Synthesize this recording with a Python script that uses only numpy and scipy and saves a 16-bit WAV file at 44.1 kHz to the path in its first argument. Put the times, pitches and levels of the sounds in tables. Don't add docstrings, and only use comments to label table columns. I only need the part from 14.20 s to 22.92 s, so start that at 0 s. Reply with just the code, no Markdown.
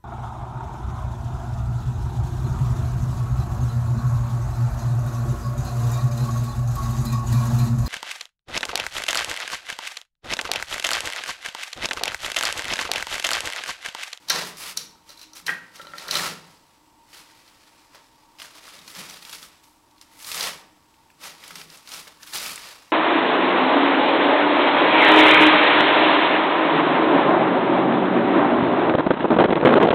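import sys
import numpy as np
from scipy import signal
from scipy.fft import rfft, irfft
from scipy.io import wavfile

SR = 44100
rng = np.random.default_rng(int(sys.argv[2]) if len(sys.argv) > 2 else 0)


def int16_out(signal):
    q = np.round(np.clip(np.atleast_2d(signal).T, -1, 1) * 32767)
    wavfile.write(sys.argv[1], SR, q.astype(np.int16))


N = 384544

# start of full strength
# in seconds, level in dB, swell in seconds, hold in seconds, fade in seconds, brightness in dB.
TUGS = [(0.103, -31, 0.022, 0.098, .13, -6), (0.256, -43.5, .05, 0.032, 0.06, 5),
        (0.372, -47.5, 0.0084, .03, 0.091, 9), (0.422, -37, .06, 0.08, 0.049, 2),
        (0.57, -39, 0.0062, 0, 0.11, 4), (0.9, -51.5, 0.05, 0.012, 0.083, 1),
        (1.002, -53, 0.078, 0.036, 0.058, 1.5), (1.16, -45, .015, 0.02, 0.053, 4.5),
        (1.271, -35.5, 0.011, 0.00064, 0.084, 2.5), (1.553, -48, 0.035, 0, 0.14, -0.5),
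        (1.79, -44.5, 0.11, 0.13, .05, -3), (1.934, -30.5, 0.052, 0.14, 0.091, -2),
        (2.948, -48, 0.084, 0.059, 0.068, 0.5), (3.748, -51, 0.023, 0, 0.11, -8.5),
        (4.192, -47.5, .005, 0.055, 0.11, -1.5), (4.358, -52.5, 0.11, 0.019, .15, -1),
        (4.455, -50, 0.091, 0.12, 0.26, -1.5), (4.684, -55.5, 0.039, 0.029, 0.11, 10),
        (4.784, -39, 0.071, 0.022, 0.21, -0.5), (4.905, -47, .05, 0.011, 0.22, 2),
        (5.135, -45, 0.22, .03, .05, 3), (5.242, -47, 0.16, 0.004, 0.064, 5),
        (5.44, -60, 0.027, 0, 0.22, 5.5), (5.82, -68, 0.074, 0, .07, 4), (6.081, -40.5, .12, 0.15, 0.13, 8),
        (6.208, -31, 0.13, 0.06, 0.1, -2.5), (7.034, -39.5, 0.037, 0.036, 0.11, -0.5),
        (7.251, -48, 0.19, 0.085, 0.09, -1), (7.356, -44.5, 0.0081, 0.036, 0.11, 1),
        (7.526, -47.5, 0.068, 0.019, 0.14, 1), (7.678, -52.5, .05, 0.064, .05, 2),
        (7.743, -39, 0.084, 0.0063, 0.16, 2.5), (7.872, -52.5, .02, 0.011, .07, -11),
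        (8.028, -48.5, 0.043, 0, .1, 5), (8.073, -47, 0.018, 0.028, .05, 6),
        (8.138, -33, 0.022, 0.031, 0.073, 4), (8.218, -36.5, 0.11, 0.089, 0.12, 3),
        (8.434, -44, 0.16, 0.074, 0.15, -1)]
# time in seconds, level in dB.
STIR = [(0, -57.5), (0.7, -68), (0.85, -67.5), (1.5, -61.5), (2.3, -56.5), (2.4, -64), (2.8, -70.5),
        (3.1, -57), (3.7, -62), (4.15, -66), (4.3, -55.5), (5.3, -58.5), (5.55, -74.5), (5.9, -62),
        (6.499, -68.5), (6.9, -68), (7.2, -66.5), (8.72, -59.5)]
# start of full strength in seconds, level in dB,
# hold in seconds.
THUMPS = [(0.125, -46.5, 0.11), (0.583, -53, 0.022), (1.286, -46, 0.024), (1.62, -60.5, 0.18),
          (1.924, -46, 0.2), (4.57, -60.5, 0.11), (4.794, -48.5, 0.029), (5.14, -64, 0.11),
          (6.25, -51.5, 0.053), (7.05, -60, 0.026), (7.326, -58, 0.13), (7.74, -60, .03),
          (8.227, -54.5, 0.085)]
# start in seconds, peak in dB, pitch in Hz.
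SNAPS = [(0.371, -36, 5350), (0.4744, -32, 3700), (0.4933, -30, 2290), (1.5574, -36, 5970),
         (1.6144, -33, 3300), (1.9674, -14, 4000), (1.996, -21, 1570), (2.043, -24, 1490),
         (2.93, -39, 2360), (3.278, -41, 4140), (3.7473, -36, 1590), (4.1854, -36, 2960),
         (4.1993, -28, 2890), (4.2179, -25.5, 2960), (4.246, -33.5, 1710), (4.479, -34, 1540),
         (4.589, -35, 3600), (4.6777, -29.5, 4530), (4.703, -34, 4460), (4.7499, -28.5, 4230),
         (4.897, -28.5, 5930), (4.971, -32, 4000), (5.024, -33, 3840), (5.0506, -27, 3840),
         (5.0942, -29.5, 3900), (5.112, -35, 9000), (5.128, -24, 3800), (5.148, -33, 4800),
         (5.228, -31.5, 3870), (5.4415, -48, 5070), (5.7109, -50, 4090), (5.7805, -46, 3830),
         (5.8127, -33, 5300), (6.0013, -36, 3150), (6.0454, -28.5, 4300), (6.07, -31, 4000),
         (6.116, -18.5, 3270), (6.127, -23, 4300), (6.144, -19.5, 6070), (6.177, -20, 3900),
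         (6.2077, -15, 4100), (6.228, -18.5, 5570), (6.741, -47, 2630), (6.902, -41, 1960),
         (7.238, -31, 2900), (7.2784, -31, 8940), (7.3073, -27.5, 1940), (7.3557, -29.5, 5500),
         (7.382, -32, 4600), (7.414, -29.5, 3120), (7.5009, -34.5, 4920), (7.573, -38, 8000),
         (7.674, -28.5, 4030), (7.7176, -27, 4080), (7.738, -26, 5110), (7.791, -32, 4860),
         (7.872, -32.5, 1580), (8.031, -31.5, 4900), (8.073, -32.5, 3880), (8.1349, -21.5, 4240),
         (8.145, -30, 3890), (8.161, -19.5, 3970), (8.1833, -18.5, 4900), (8.2194, -37, 2800),
         (8.259, -22.5, 2450), (8.358, -24, 8100), (8.3772, -26, 2500), (8.4402, -30, 2500)]
# start in seconds, nominal peak in dB, brightness in dB per octave.
CLACKS = [(0.085, -22, -5.5), (0.098, -10.5, -7), (0.1011, -7, -4.5), (0.1587, -18, -3), (0.5727, -12, 8),
          (0.892, -36.5, -3), (0.9034, -35, -9), (0.974, -40, -12), (0.993, -35.5, -3), (1.014, -33.5, -3),
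          (1.029, -37, 0), (1.133, -35.5, 4), (1.1686, -35.5, -3), (1.265, -20, -5), (1.565, -38, -6),
          (1.649, -44, -3), (1.6693, -39, -30), (1.7808, -26.5, -13), (1.8357, -42, -3), (1.8817, -23, -9),
          (1.9103, -12, -11), (1.954, -13.5, -27)]
# start in seconds, nominal peak in dB, hollowness from 0 to 1.
KNOCKS = [(0.1022, -13.5, 0.25), (0.1561, -18.5, 0.27), (0.4216, -37, 0.4), (0.8928, -40.5, 0.48),
          (1.1333, -50, 0.8), (1.2804, -14.5, 0), (1.2911, -13.5, 0.05), (1.5957, -31, 0.52),
          (1.6697, -35.5, 0.55), (1.735, -27, 0.46), (1.782, -32.5, 0.1), (1.8374, -35, 0.4),
          (1.8885, -24, 0.4), (1.928, -35, 0.2), (1.9565, -17, 0.53)]
# time in seconds, mean level in dB.
ROLLING = [(1.52, -74), (1.56, -64), (1.594, -54), (1.702, -55.5), (1.728, -54.5), (1.858, -47.5),
           (1.884, -48), (1.98, -41), (2.026, -40), (2.12, -62)]

# frequency in Hz, relative level in dB, time to decay by 60 dB in seconds.
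SPINDLE = [(3050, -21, .015), (3800, -12, .018), (4050, -7, .024), (4230, -9, .024), (4680, -8, .02),
           (5450, -9, .026), (5800, -10, .026), (6100, -11, .026), (6800, -18, .015), (8800, -19, .008),
           (10500, -18, .006)]
TUBE_WALL = [(840, -40.5, 0.0069), (1417, -32, 0.0084), (1590, -14, 0.053), (1870, -4, .012),
             (1960, -11, 0.0057), (2400, -22, 0.01), (2460, -16.5, 0.0094), (3100, -18, 0.042)]
TUBE_AIR = [(580, -6, .07), (985, -9, .04), (1355, 0, .09)]

# frequency in Hz, relative density in dB per Hz.
RUSTLE = [(470, -12.5), (800, -5.5), (1300, 3), (1760, -3), (2180, 2.5), (3360, 1), (3770, 1.5),
          (4890, 1.5), (8000, -12), (10400, -19.5), (17600, -120)]
CRISP = [(2940, -68), (5000, -4), (6470, -2), (11400, 4.5), (14900, -3.5), (16000, -3)]
FULLNESS = [(180, -32), (300, -26), (319, -5.5), (573, 0.5), (807, -0.5), (975, 2.5), (1500, -6), (1950, 2),
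            (3300, -120)]
WEIGHT = [(24, -58), (40, -19), (123, -8), (162, 7), (254, -2.5), (320, -8), (400, -0.5), (520, -3.5),
          (880, -120)]
HISS = [(12, -28), (20, -4.5), (88, -4.5), (216, -8), (301, -0.5), (399, -12.5), (718, -12), (923, -6.5),
        (1480, -19), (7730, -22.5), (16000, -27)]
# frequency in Hz, bandwidth in Hz, nominal level in dB rms.
HUM = [(308, 18, -69), (921, 40, -64.5), (1136, 19, -73), (7700, 60, -77)]
# frequency in Hz, time to decay by 60 dB in seconds.
ROOM_T60 = [(150, 1), (400, 0.71), (1000, 0.71), (2800, 0.52), (7300, 0.4), (14000, 0.14)]

CRISP_DB, FULL_DB, WEIGHT_DB, CREASES_DB = -6.5, -8.5, -23.5, -10
STIR_BRIGHT_DB = -2.5
THUMP_SWELL_S, THUMP_FADE_S = 0.06, 0.18
SHIVER_DB, SHIVER_FADE_S = -16, 0.033
SNAP_CYCLES = 5.5
CONTACT_S = 0.003
RATTLE_DB, RATTLE_T60_S = -36.5, 0.27
CRACK_DB, CRACK_S = -12.5, 0.0027
ROOM_DB, WALL_ECHO_S, WALL_ECHO_DB = -11.5, 0.0036, -23
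HISS_DB = -62.5
TOP_STOP_HZ = 16377


def from_db(db):
    return 10 ** (np.asarray(db) / 20)


def rms_one(x):
    return x / np.sqrt(np.mean(x ** 2) + 1e-20)


def at_hz(points, hz):
    point_hz, value = np.array(points).T
    return np.interp(np.log(hz), np.log(point_hz), value)


def drift(rate_hz):
    step = 40
    pole = np.exp(-2 * np.pi * rate_hz * step / SR)
    settle = 2000
    noise = rng.standard_normal(N // step + settle + 2)
    slow = signal.lfilter([1], [1, -2 * pole, pole * pole], noise)[settle:]
    return np.interp(np.arange(N) / step, np.arange(len(slow)), rms_one(slow))


def colour(x, spectrum):
    hz = np.maximum(np.fft.rfftfreq(len(x), 1 / SR), 1)
    return rms_one(irfft(rfft(x) * from_db(at_hz(spectrum, hz)), len(x)))


def ring(force, hz, t60):
    radius = from_db(-60 / (t60 * SR))
    angle = 2 * np.pi * hz / SR
    return signal.lfilter([0, np.sin(angle)], [1, -2 * radius * np.cos(angle), radius ** 2], force + 1e-18)


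def gestures(s, level_db, swell, hold, fade):
    t = np.arange(0, N + 32, 32)[:, None] / SR
    before = (s - t) / np.maximum(swell, 0.002)
    after = (t - s - hold) / np.maximum(fade, 0.002)
    drop_db = 20 * np.clip(np.maximum(before, after), 0, 8)
    power = np.sum(from_db(level_db - drop_db) ** 2, axis=1)
    return np.interp(np.arange(N) / SR, t[:, 0], np.sqrt(power))


def paper():
    s, level_db, swell, hold, fade, bright_db = np.transpose(TUGS)
    stir_db = np.interp(np.arange(N) / SR, *np.transpose(STIR))

    def motion(side):
        tugs = gestures(s, level_db + side * bright_db, swell, hold, fade)
        return np.hypot(tugs, from_db(stir_db + side * STIR_BRIGHT_DB))

    rustle, crisp, full = motion(0), motion(1), motion(-1)

    snap_s, snap_db, _ = np.transpose(SNAPS)
    shiver = gestures(snap_s + 0.002, snap_db + SHIVER_DB, 0, 0, SHIVER_FADE_S)
    rustle, crisp = np.hypot(rustle, shiver), np.hypot(crisp, shiver)

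    thump_s, thump_db, thump_hold = np.transpose(THUMPS)
    landings = gestures(thump_s, thump_db, THUMP_SWELL_S, thump_hold, THUMP_FADE_S)
    thump = np.hypot(landings, from_db(WEIGHT_DB) * rustle)

    clumps = from_db(1.5 * drift(80))
    sizes = from_db(3.0 * np.minimum(rng.exponential(1, N), 4)) * rng.choice([-1, 1], N)
    cracks = rms_one(sizes * (rng.random(N) < 6000 * clumps / SR))
    fibres = clumps * (0.63 * cracks + 0.68 * rng.standard_normal(N))

    sheet = rustle * colour(fibres, RUSTLE)
    sheet += from_db(CRISP_DB) * crisp * colour(fibres, CRISP)
    sheet += from_db(FULL_DB) * full * colour(clumps * rng.standard_normal(N), FULLNESS)
    sheet += thump * colour(rng.standard_normal(N), WEIGHT)
    return sheet + from_db(CREASES_DB) * rustle * creases(per_s=900 * clumps)


def creases(per_s):
    sizes = from_db(4.0 * np.minimum(rng.exponential(1, N), 3)) * rng.choice([-1, 1], N)
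    pops = sizes * (rng.random(N) < per_s / SR)
    pitches = np.geomspace(1300, 9000, 14)
    dealt = rng.integers(0, len(pitches), N)
    out = np.zeros(N)
    for k, hz in enumerate(pitches):
        favour = from_db(5.6 * drift(6.5))
        out += ring(pops * (dealt == k) * favour, hz, 45.0 / hz)
    return rms_one(out)


def snaps():
    length = 1024
    out, t = np.zeros(N + length), np.arange(length) / SR
    noise = np.diff(rng.standard_normal((len(SNAPS), length + 1)))
    bursts = noise * np.exp(-(t / 0.0035) ** 2)
    for (s, peak_db, hz), burst in zip(SNAPS, bursts):
        sound = 0.55 * rms_one(burst) + rms_one(ring(burst, hz, SNAP_CYCLES / hz))
        start = int(s * SR)
        out[start:start + length] += from_db(peak_db) * sound / np.abs(sound).max()
    return out[:N]


def strike(times, peak_db, modes, tilt_db=0):
    at, out = np.asarray(times) * SR, np.zeros(N)
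    chance = rng.random((len(at), len(modes), 3))
    chatter = from_db(RATTLE_DB) * rng.standard_normal(N)
    rattle_pole = from_db(-60 / (RATTLE_T60_S * SR))
    for k, (hz, mode_db, t60) in enumerate(modes):
        late, strength, sign = chance[:, k].T
        level_db = peak_db + mode_db + tilt_db * np.log2(hz / 4700) + 5 * (strength - 0.5)
        start = (at + late ** 2 * CONTACT_S * SR).astype(int)
        force = np.zeros(N)
        force[start] = from_db(level_db) * np.sign(sign - 0.5)
        force += chatter * signal.lfilter([1], [1, -rattle_pole], np.abs(force) + 1e-18)
        out += ring(force, hz, t60)
    band_hz = [0.6 * modes[0][0], 1.3 * modes[-1][0]]
    return signal.sosfilt(signal.butter(2, band_hz, "band", fs=SR, output="sos"), out)


def roll():
    s, clack_db, tilt_db = np.transpose(CLACKS)
    clacks = strike(s, clack_db, SPINDLE, tilt_db)

    edge = np.zeros(N)
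    edge[(s * SR).astype(int)] = from_db(clack_db + CRACK_DB)
    crack_level = signal.lfilter([1], [1, -np.exp(-1 / (CRACK_S * SR))], edge + 1e-18)
    clacks += colour(rng.standard_normal(N), CRISP) * crack_level

    s, knock_db, hollow = np.transpose(KNOCKS)
    hollow = np.clip(hollow, 0.01, 0.99)
    wall = strike(s, knock_db + 20 * np.log10(2 - 2 * hollow), TUBE_WALL)
    air = strike(s, knock_db + 20 * np.log10(hollow), TUBE_AIR)
    return clacks + wall + air


def rolling():
    s, level_db = np.transpose(ROLLING)
    path_db = np.interp(np.arange(N) / SR, s, level_db, left=-120, right=-120)
    air = np.zeros(N)
    for hz, mode_db, t60 in TUBE_AIR:
        air += from_db(mode_db) * ring(rng.standard_normal(N), hz, 0.26 * t60)
    return from_db(path_db + 3.9 * drift(25)) * rms_one(air)


def bathroom(x):
    t, edges = np.arange(SR) / SR, 60 * 2 ** np.arange(0, 8.3, 0.5)
    white, tail = rng.standard_normal((2, SR)), np.zeros(SR)
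    for k, (low, high) in enumerate(zip(edges, edges[1:])):
        band_filter = signal.butter(2, [low, high], "band", fs=SR, output="sos")
        band = signal.sosfilt(band_filter, white[k % 2])
        t60 = at_hz(ROOM_T60, np.sqrt(low * high))
        tail += band * from_db(-60 * t / t60)
    tail *= np.clip(t / 0.0078 - 0.4, 0, 1)
    tail *= from_db(ROOM_DB) / np.sqrt(np.sum(tail ** 2))
    tail[0] = 1
    tail[int(WALL_ECHO_S * SR)] += from_db(WALL_ECHO_DB)
    return signal.fftconvolve(x, tail)[:N]


def background():
    out = from_db(HISS_DB) * colour(rng.standard_normal(N), HISS)
    for hz, width_hz, level_db in HUM:
        t60 = np.log(1000) / (np.pi * width_hz)
        duct = rms_one(ring(rng.standard_normal(N), hz, t60))
        out += from_db(level_db + 2.2 * drift(3.1)) * duct
    return out


def scene():
    dry = paper() + snaps() + roll() + rolling()
    turn = 2 * np.pi * np.arange(N) / SR / 1.9
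    out = background()
    for k in range(3):
        share = np.cos(turn / 2 + k * np.pi / 3) ** 2 * 2 / 3
        out += bathroom(dry * share)
    return out[None]


def record(dry):
    rounded = 0.7 * np.tanh(dry / 0.7)
    return signal.sosfilt(signal.cheby2(16, 60, TOP_STOP_HZ, fs=SR, output="sos"), rounded)


dry = scene()
out = record(dry)
int16_out(out)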